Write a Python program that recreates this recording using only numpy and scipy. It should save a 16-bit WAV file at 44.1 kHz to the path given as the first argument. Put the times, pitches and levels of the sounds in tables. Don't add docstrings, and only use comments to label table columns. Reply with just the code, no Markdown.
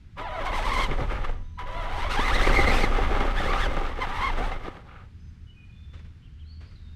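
import sys
import numpy as np
from scipy import signal
from scipy.fft import rfft, irfft, next_fast_len
from scipy.io import wavfile
from scipy.ndimage import uniform_filter1d, map_coordinates

SR = 44100
rng = np.random.default_rng(int(sys.argv[2]) if len(sys.argv) > 2 else 0)


def wav_record(signal):
    frames = np.transpose(np.atleast_2d(signal))
    bounded = np.clip(frames, -1, 1)
    quanta = np.round(bounded * 32767).astype(np.int16)
    wavfile.write(sys.argv[1], SR, quanta)


N = 306539
T = np.arange(N) / SR

# (frequency [Hz], width [Hz], relative level [dB])
GEARBOX = [(800, 41, 7), (956, 55, 5.5), (1214, 138, 8.5), (1780, 280, 0.5), (2093, 130, 4.5),
           (2830, 820, -5.5), (3550, 806, -7), (6180, 1600, -35)]
# (time [s], chassis rattle [dB], suspension rocking [dB])
RIDE = [(.16, -55.5, -41.5), (.45, -40, -31), (.62, -38, -27), (.98, -36, -25), (1.12, -37, -27.5),
        (1.34, -48, -24.5), (1.46, -65.5, -35), (1.54, -77, -46), (1.66, -49.5, -33), (2.1, -37, -26.5),
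        (2.48, -30.5, -19), (2.78, -29, -20), (3.24, -32.5, -23), (3.4, -33.5, -24.5), (3.8, -35, -24),
        (3.96, -38.5, -32), (4.15, -43.5, -31.5), (4.4, -35.5, -24), (4.68, -45.5, -37), (4.84, -53.5, -66),
        (5.1, -60.5, -59)]
# (start [s], end of motor note [s], note level [dB], clatter of gear slack [dB])
PULL_AWAYS = [(0.165, 0.565, -41, -35.5), (1.572, 2.06, -40.5, -30.5)]


def undb(db):
    return 10 ** (np.asarray(db) / 20)


def unit(x):
    return x / np.sqrt(np.mean(x ** 2))


def curve(rows, axis=1):
    rows = np.array(rows)
    return np.interp(T, rows[:, 0], rows[:, axis])


def walk(rate):
    hold = max(int(SR / rate), 2)
    steps = np.repeat(rng.standard_normal(N // hold + 1), hold)
    return unit(uniform_filter1d(steps, hold)[:N])


def colour(x, points):
    hz, db = np.transpose(points)
    f = np.maximum(np.fft.rfftfreq(2 * N, 1 / SR), 1)
    log_gain = np.log(undb(np.interp(np.log(f), np.log(hz), db)))
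    cepstrum = irfft(log_gain)
    size = next_fast_len(N + SR // 2)
    folded = np.r_[cepstrum[0], 2 * cepstrum[1:SR // 2]]
    response = np.exp(rfft(folded, size))
    return irfft(rfft(x, size) * response, size)[:N]


def ring(x, modes):
    total = np.zeros(N)
    for k, (hz, width, db) in enumerate(modes):
        b, a = signal.iirpeak(hz, hz / width, SR)
        total += (-1) ** k * undb(db) * signal.lfilter(b, a, x)
    return total


def flex(x):
    delay_s = .0007 * walk(25)
    return map_coordinates(x, [(T + delay_s) * SR], mode="mirror")


def grains(rate, spread_db):
    hit = rng.random(N) < rate / SR
    sign = rng.choice([-1, 1], N)
    size = undb(spread_db * np.clip(rng.standard_normal(N), -2, 2))
    return unit(hit * sign * size)


def bursts(rows):
    total = np.zeros(N)
    for s, rise, decay, db in rows:
        age = np.maximum(T - s, 0)
        total += undb(db) * np.minimum(age / rise, 1) * np.exp(-age / decay)
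    return total


def held(start, end, attack_s, release_s):
    return np.clip((T - start) / attack_s, 0, 1) * np.exp(-np.maximum(T - end, 0) / release_s)


def swells(rows):
    return sum(height * np.exp(-((T - s) / width_s) ** 2) for s, height, width_s in rows)


def woods():
    # (frequency [Hz], relative level [dB])
    air_colour = [(12, -22.5), (20, -6.5), (49, -7.5), (84, -6), (135, -15), (169, -17), (263, -28),
                  (511, -43.5), (555, -48.5), (1080, -45.5), (1420, -42), (2040, -44), (3270, -48),
                  (4950, -53), (15000, -75.5)]
    hum_partials = [0, -27, -25]
    # (start [s], end [s], level [dB])
    hum_swells = [(1.253, 1.61, -44), (5.092, 5.503, -47), (5.835, 6.11, -44), (6.313, 6.636, -42.5),
                  (6.784, 6.953, -40.5)]
    air_db, hum_hz = -67.5, 78.2

    air = colour(rng.standard_normal(N), air_colour)
    middle = signal.sosfilt(signal.butter(4, [300, 2000], "band", fs=SR, output="sos"), air)
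    breeze = undb(.8 * walk(5))
    phase = 2 * np.pi * np.cumsum(hum_hz * (1 + 0.0073 * walk(9.3))) / SR
    hum = unit(sum(undb(db) * np.sin((k + 1) * phase) for k, db in enumerate(hum_partials)))
    throb = sum(undb(db) * held(start, end, 0.11, 0.05) for start, end, db in hum_swells)
    return air / np.std(middle) * breeze * undb(air_db) + hum * throb


def birds(t60_s=1.05, echo_db=-4):
    # (start [s], length [s], start pitch [Hz], middle pitch [Hz], end pitch [Hz], relative level [dB])
    notes = [(1.26, 0.35, 6000, 6100, 6080, -80.5), (1.42, 0.11, 3650, 3720, 3620, -75),
             (1.535, 0.089, 3780, 4100, 4200, -73), (5.15, 0.15, 4800, 5060, 4850, -76.5),
             (5.163, 0.16, 5930, 6140, 6200, -80), (5.463, 0.089, 3010, 2955, 3040, -64.5),
             (5.543, 0.12, 2510, 2470, 2460, -61), (5.718, 0.24, 3470, 3540, 3470, -64.5),
             (5.727, 0.19, 4230, 4180, 4240, -83), (6.22, 0.069, 2800, 3020, 2280, -63.5),
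             (6.377, 0.072, 2810, 3170, 2300, -62.5), (6.441, 0.14, 3860, 4390, 4350, -64),
             (6.55, 0.22, 4250, 4780, 4670, -73), (6.755, 0.06, 4370, 3830, 3830, -65),
             (6.798, .16, 3840, 3670, 3740, -68)]
    song, waver = np.zeros(N), walk(400)
    flutter = unit(undb(3 * walk(60)))
    for s, length, start_hz, middle_hz, end_hz, db in notes:
        on = (T >= s) & (T < s + length)
        u = (T[on] - s) / length
        hz = np.polyval(np.polyfit([0, .5, 1], [start_hz, middle_hz, end_hz], 2), u)
        quaver = .003 + .2 * min(np.ptp(hz) / middle_hz, .2)
        hz = hz * (1 + quaver * waver[on])
        swell = np.sqrt(2 * np.abs(np.sin(np.pi * u)))
        song[on] += undb(db) * flutter[on] * swell * np.sin(2 * np.pi * np.cumsum(hz) / SR)
    lag = T[:SR]
    trunks = rng.standard_normal(SR) * np.minimum(lag / 0.069, 1) * np.exp(-np.log(1000) * lag / t60_s)
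    echoes = signal.fftconvolve(song, trunks / np.linalg.norm(trunks))[:N]
    return song + undb(echo_db) * echoes


def steering():
    # (time [s], rise [s], decay [s], level [dB])
    twitch_rows = [(5.93, 0.0071, 0.05, -51.5), (5.99, 0.0033, 0.011, -56), (6.045, .005, 0.028, -59.5),
                   (6.603, 0.005, 0.058, -52.5), (6.7, 0.011, 0.043, -62)]
    # (frequency [Hz], relative level [dB])
    twitch_colour = [(200, 0.5), (500, 5.5), (800, -5.5), (1250, 3), (1700, -0.5), (2200, 0.5), (4000, -7),
                     (8000, -23), (14000, -44)]
    # (start [s], end [s], level [dB])
    turns = [(1.08, 1.17, -40), (4.865, 4.958, -51.5), (4.95, 5.02, -58.5)]
    # (frequency [Hz], width [Hz], relative level [dB])
    case = [(1250, 235, 4), (1660, 500, -5.5), (2070, 200, -4.5), (2900, 1100, -15)]
    twitches = unit(colour(grains(rate=4300, spread_db=2.0), twitch_colour)) * bursts(twitch_rows)
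    turning = sum(undb(db) * held(start, end, 0.021, .02) for start, end, db in turns)
    whir = unit(ring(grains(rate=1800, spread_db=2.0), case)) * turning
    return twitches + whir


def suspension():
    # (frequency [Hz], relative level [dB])
    rock_colour = [(8, -19.5), (20, 1.5), (28, 1.5), (38, -6), (50, -13.5), (62, -12.5), (85, -19),
                   (120, -24), (170, -40), (260, -36.5), (600, -91.5)]
    # (time [s], rise [s], decay [s], level [dB])
    thuds = [(.885, 0.0074, 0.042, -30), (1.01, 0.007, 0.028, -29.5)]
    # (frequency [Hz], width [Hz], relative level [dB])
    thud_mode = [(128, 80, 0)]
    sway = unit(colour(rng.standard_normal(N), rock_colour))
    strength = np.sqrt(uniform_filter1d(sway ** 2, SR // 10))
    rocking = sway / strength * undb(curve(RIDE, axis=2))
    thud = unit(ring(ring(rng.standard_normal(N), thud_mode), thud_mode))
    return rocking + thud * bursts(thuds)


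def chassis(shaking):
    # (frequency [Hz], width [Hz], relative level [dB])
    body = [(145, 143, -1.5), (265.6, 57, 5), (376.5, 109, 2.5), (545.5, 95, 4.5), (797.5, 59, 4),
            (1004, 72, -8.5), (1190, 96, -5), (1680, 510, -14), (1950, 410, -14.5), (3500, 190, -29)]
    # (time [s], relative strength [dB], treble share [dB], decay [s])
    knocks = [(.605, -35, -18, .008), (.67, -30, -16, .008), (.785, -23, -12, .012),
              (.886, -26.5, -22, 0.011), (0.91, -23, 1, 0.012), (0.98, -24.5, -20, .007),
              (1.008, -25, -10, 0.0093), (1.029, -25, -24, 0.0067), (1.107, -34, -14, .005),
              (1.18, -27, -14, .007), (1.291, -27, -13, 0.0085), (2.155, -27, -12, 0.0069),
              (2.186, -20, -4, 0.0074), (2.352, -20, -17, .007), (2.468, -13.5, -1, 0.0084),
              (2.494, -15.5, -13, 0.012), (2.541, -13, -12, 0.0044), (2.585, -14.5, -14, 0.011),
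              (2.67, -20, -14, 0.018), (2.714, -18, -14, .008), (2.736, -20, -16, .005),
              (2.783, -14.5, -4, 0.0065), (2.833, -15.5, -6, 0.0066), (2.925, -22, -18, 0.0075),
              (2.984, -16.5, -22, 0.0074), (3.109, -19, -14, 0.0037), (3.16, -20, -18, 0.0066),
              (3.205, -15, 0, 0.0054), (3.248, -18, -18, .006), (3.275, -17, -14, 0.0039),
              (3.402, -19.5, -14, 0.0058), (3.457, -19.5, -8, .005), (3.531, -25.5, 7, 0.0074),
              (3.66, -21, -13, 0.007), (3.766, -18, -4.5, 0.0074), (3.81, -20.5, -24, 0.0064),
              (3.987, -26, -8, 0.0061), (4.067, -25.5, -1, 0.0058), (4.378, -20, -20, .007),
              (4.397, -25.5, -19, 0.015), (4.514, -35, 10.5, 0.014), (4.559, -24.5, -18, 0.0032),
              (4.678, -18.5, -9, 0.0036), (4.767, -36.5, 1, 0.0061)]
    # (frequency [Hz], gain [dB])
    cushion = [(3000, 0.5), (7000, -2), (14000, -17.5)]
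    taps = grains(rate=1800, spread_db=4) * undb(1.3 * walk(40)) + .7 * grains(rate=90, spread_db=3)
    patter = unit(ring(taps, body)) * shaking * undb(-1.5)
    blows, cracks = np.zeros(N), np.zeros(N)
    age = np.arange(SR // 20) / SR
    for s, db, treble_db, decay_s in knocks:
        i = int(s * SR)
        envelope = np.minimum(age / .0015, 1) * np.exp(-age / decay_s)
        contact = rng.standard_normal(len(age)) * envelope * undb(db)
        blows[i:i + len(age)] += contact
        cracks[i:i + len(age)] += contact * undb(treble_db)
    rattle = flex(patter + undb(10.5) * ring(blows, body))
    return colour(rattle + undb(3.0) * ring(cracks, GEARBOX), cushion)


def tyres():
    # (frequency [Hz], relative level [dB])
    crunch_colour = [(600, -15), (2000, 16), (4200, 8.5), (5200, 3.5), (6200, 3.5), (7000, -2.5), (8200, 0),
                     (9500, -5.5), (13200, -11.5), (14200, -16), (16000, -28)]
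    crackle = unit(rng.standard_normal(N) + .4 * grains(rate=300, spread_db=6)) * undb(1.5 * walk(60))
    return unit(colour(crackle, crunch_colour))


def ground():
    # (time [s], level rise [dB])
    ruts = [(0.206, 16.5), (.41, 4), (.545, 4.5), (.8, 5.5), (1.11, 1), (1.3, 4), (1.617, 18.5), (3.18, 2),
            (4.66, 6), (4.77, 2)]
    # (time [s], level drop [dB])
    hops = [(.865, 3), (.96, 2.5), (1.072, 7), (2.06, 9), (2.889, 3.5), (3.325, 2.5), (3.943, 4.5),
            (4.595, 3.5), (4.83, 5.5)]
    jolt_s = 0.025
    jolts = swells([(s, db, jolt_s) for s, db in ruts] + [(s, -db, jolt_s) for s, db in hops])
    shaking = undb(curve(RIDE) + jolts)
    tread = undb(curve(RIDE) + 0.384 * jolts - 18)
    return shaking, tread


def throttle():
    # (start [s], end [s], whine at start [dB], whine at end [dB],
    #          then relative to the whine: gear rasp [dB], flying grit [dB], bright edge [dB])
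    pushes = [(0.156, 0.42, -44, -33, -13.5, -22.5, -33), (0.442, 0.521, -28, -41.5, -4, -12, -13),
              (0.513, 0.601, -35.5, -29, -18, -11.5, -21), (0.604, 0.848, -34, -27.5, -14, -10.5, -6),
              (1.65, 2.077, -43, -34.5, -3, -11.5, -5), (2.09, 2.312, -30, -29.5, -7.5, -11, -7),
              (2.321, 2.364, -25, -24.5, -16, -16, -10), (2.375, 2.555, -31.5, -33, -3, -10, -12),
              (2.552, 2.644, -27.5, -26.5, -23, -17, -26), (2.657, 2.85, -31.5, -33.5, -19, -12.5, 0.5),
              (3.352, 3.662, -34, -31.5, -3.5, -15.5, -14), (4, 4.051, -29, -34.5, 0.5, -17.5, -24),
              (4.058, 4.205, -41.5, -36, 1.5, -11, -23), (4.202, 4.302, -30, -32.5, -3, -17.5, -35),
              (4.37, 4.484, -34.5, -38, -17, -13.5, -29)]
    load, clash, grit, bite = np.zeros((4, N))
    for start, end, start_db, end_db, rasp_db, grit_db, edge_db in pushes:
        slope = undb(np.interp(T, [start, end], [start_db, end_db]))
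        push = held(start, end, attack_s=0.023, release_s=0.014) * slope
        load += push
        clash += push * undb(rasp_db)
        grit += push * undb(grit_db)
        bite += push * undb(edge_db)
    return load, clash, grit, bite


def motor_start():
    start_hz = 989
    phase = 2 * np.pi * np.cumsum(start_hz * (1 + 0.00834 * walk(120))) / SR
    tone = np.sin(phase) + undb(-18) * np.sin(2 * phase) + undb(-19.5) * np.sin(3 * phase)
    crawling = sum(undb(db) * held(start, end, 0.0087, 0.3) for start, end, db, _ in PULL_AWAYS)
    return unit(tone * (1 + 0.53 * walk(150))) * crawling


def front_speed():
    # (time [s], tooth rate before bites [Hz])
    first_run = [(.17, 1150), (.205, 1200), (.235, 960), (.28, 800), (.34, 760), (.39, 660), (.46, 760),
                 (.52, 820), (.55, 1070), (.66, 1060), (.71, 1000), (.735, 1160), (.81, 1150), (.86, 1000),
                 (.925, 550)]
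    second_run = [(1.6, 460), (1.78, 700), (1.86, 620), (1.915, 770), (1.98, 800), (2.02, 990),
                  (2.08, 1100), (2.115, 1430), (2.24, 1290), (2.3, 1350), (2.35, 1950), (2.47, 2000),
                  (2.6, 2150), (2.68, 2100), (2.72, 2350), (2.8, 2500), (2.85, 2000), (2.91, 1190),
                  (3.32, 1150), (3.4, 1900), (3.43, 1650), (3.46, 1860), (3.485, 1120), (3.57, 1230),
                  (3.63, 1800), (3.69, 1220), (3.98, 1040), (4.17, 960), (4.24, 1070), (4.29, 1060),
                  (4.33, 620), (4.37, 600), (4.47, 910), (4.6, 500)]
    # (time [s], share of the speed lost, half length [s])
    bites = [(.298, .28, .014), (.425, .24, .02), (.502, .26, .016), (.608, .44, .026), (.688, .14, .02),
             (.768, .14, .022), (1.875, .17, .015), (1.952, .22, .018), (2.06, .48, .02),
             (2.178, .41, .033), (2.287, .36, .027), (2.397, .37, .017), (2.505, .38, .014),
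             (2.63, .12, .02), (4.07, .22, .016), (4.198, .2, .014)]
    return curve(first_run + second_run) * (1 - swells(bites))


def rear_speed():
    # (time [s], tooth rate [Hz])
    rear_run = [(.17, 560), (.27, 700), (.33, 600), (.39, 670), (.43, 600), (.465, 1090), (.56, 1090),
                (.6, 800), (.68, 1170), (.72, 1060), (.85, 1050), (.925, 600), (1.6, 420), (1.92, 720),
                (2.02, 1020), (2.08, 1100), (2.18, 1640), (2.2, 1630), (2.27, 2100), (2.32, 1580),
                (2.36, 2080), (2.4, 1850), (2.48, 2400), (2.52, 2000), (2.57, 2350), (2.6, 1980),
                (2.7, 2120), (2.74, 1640), (2.83, 2130), (2.91, 1300), (3.33, 1200), (3.37, 1650),
                (3.4, 1900), (3.425, 1280), (3.45, 1760), (3.495, 2130), (3.52, 2130), (3.565, 1180),
                (3.6, 1660), (3.63, 1720), (3.72, 1150), (4.025, 1050), (4.055, 660), (4.21, 1030),
                (4.26, 1130), (4.37, 600), (4.47, 900), (4.6, 480)]
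    return curve(rear_run)


def tooth_turns(steady_hz):
    inertia_s, jitter = .014, .016
    hz = uniform_filter1d(steady_hz, int(inertia_s * SR))
    judder = hz / 1000 * (walk(400) + .5 * walk(80))
    return 2 * np.pi * np.cumsum(hz * (1 + jitter * judder)) / SR


def gear_rasp(tooth_phase):
    clashes = grains(rate=7000, spread_db=2.5) * (1 + np.cos(tooth_phase)) * undb(1.4 * walk(70))
    return unit(flex(ring(clashes, GEARBOX)))


def gear_whine(tooth_phase, shaking):
    # (frequency [Hz], gain [dB])
    whine_colour = [(300, -12), (600, 0), (1050, 1.5), (1300, 1), (1600, -2), (1850, -1.5), (2130, 3),
                    (2450, -6), (2800, -4.5), (3350, -3.5), (4200, -9), (5000, -14), (8000, -26)]
    hoarse_db = -31
    shake = 1 + .3 * np.sin(tooth_phase / 12)
    rough = .62 * (1 + np.minimum(shaking / undb(hoarse_db), 1) ** 2) / 2
    tone = np.zeros(N)
    for k in range(1, 7):
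        phase = k * tooth_phase + .2 * k * rough * walk(500)
        tone += (1 + rough * walk(350)) * np.sin(phase) / k
    mesh_flicker = undb(2.6 * np.clip(walk(45), -2, 1.3))
    return unit(colour(tone * shake * mesh_flicker, whine_colour))


def scene():
    # (time [s], rise [s], decay [s], level [dB])
    scrape_rows = [(1.24, 0.01, 0.0095, -26), (2.28, 0.0033, 0.0036, -19), (3.202, 0.0037, 0.0042, -28)]
    steady_hz = front_speed()
    front, rear = tooth_turns(steady_hz), tooth_turns(rear_speed())
    load, clash, grit, bite = throttle()
    shaking, tread = ground()
    scrapes = bursts(scrape_rows)
    slack = bursts([(s + 0.012, 0.011, 0.015, db) for s, _, _, db in PULL_AWAYS])

    whine = unit(gear_whine(front, shaking) + undb(-3.5) * gear_whine(rear, shaking))
    edge = signal.sosfiltfilt(signal.butter(2, 2800, "high", fs=SR, output="sos"), whine)
    whine = whine * np.hypot(load, shaking * undb(-17)) + edge * bite

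    rasp = gear_rasp(front) * (np.hypot(clash, shaking * undb(-1.5)) + slack + scrapes)

    wheelspin = undb(6 * np.log2(steady_hz / 970))
    crunch = tyres() * (np.hypot(grit * wheelspin, tread) + slack * undb(-17) + scrapes * undb(-25))

    truck = whine + rasp + crunch + motor_start() + chassis(shaking) + suspension()
    rolling = np.interp(T, [.155, .175, 5.03, 5.12], [0, 1, 1, 0])
    return (truck * rolling + steering() + birds() + woods())[None]


def record(dry):
    dulled = colour(dry[0], [(13300, 0.0), (14300, -4), (15500, -0.5)])
    return signal.sosfilt(signal.ellip(10, .2, 80, 15400, fs=SR, output="sos"), dulled)[None]


dry = scene()
out = record(dry)
wav_record(out)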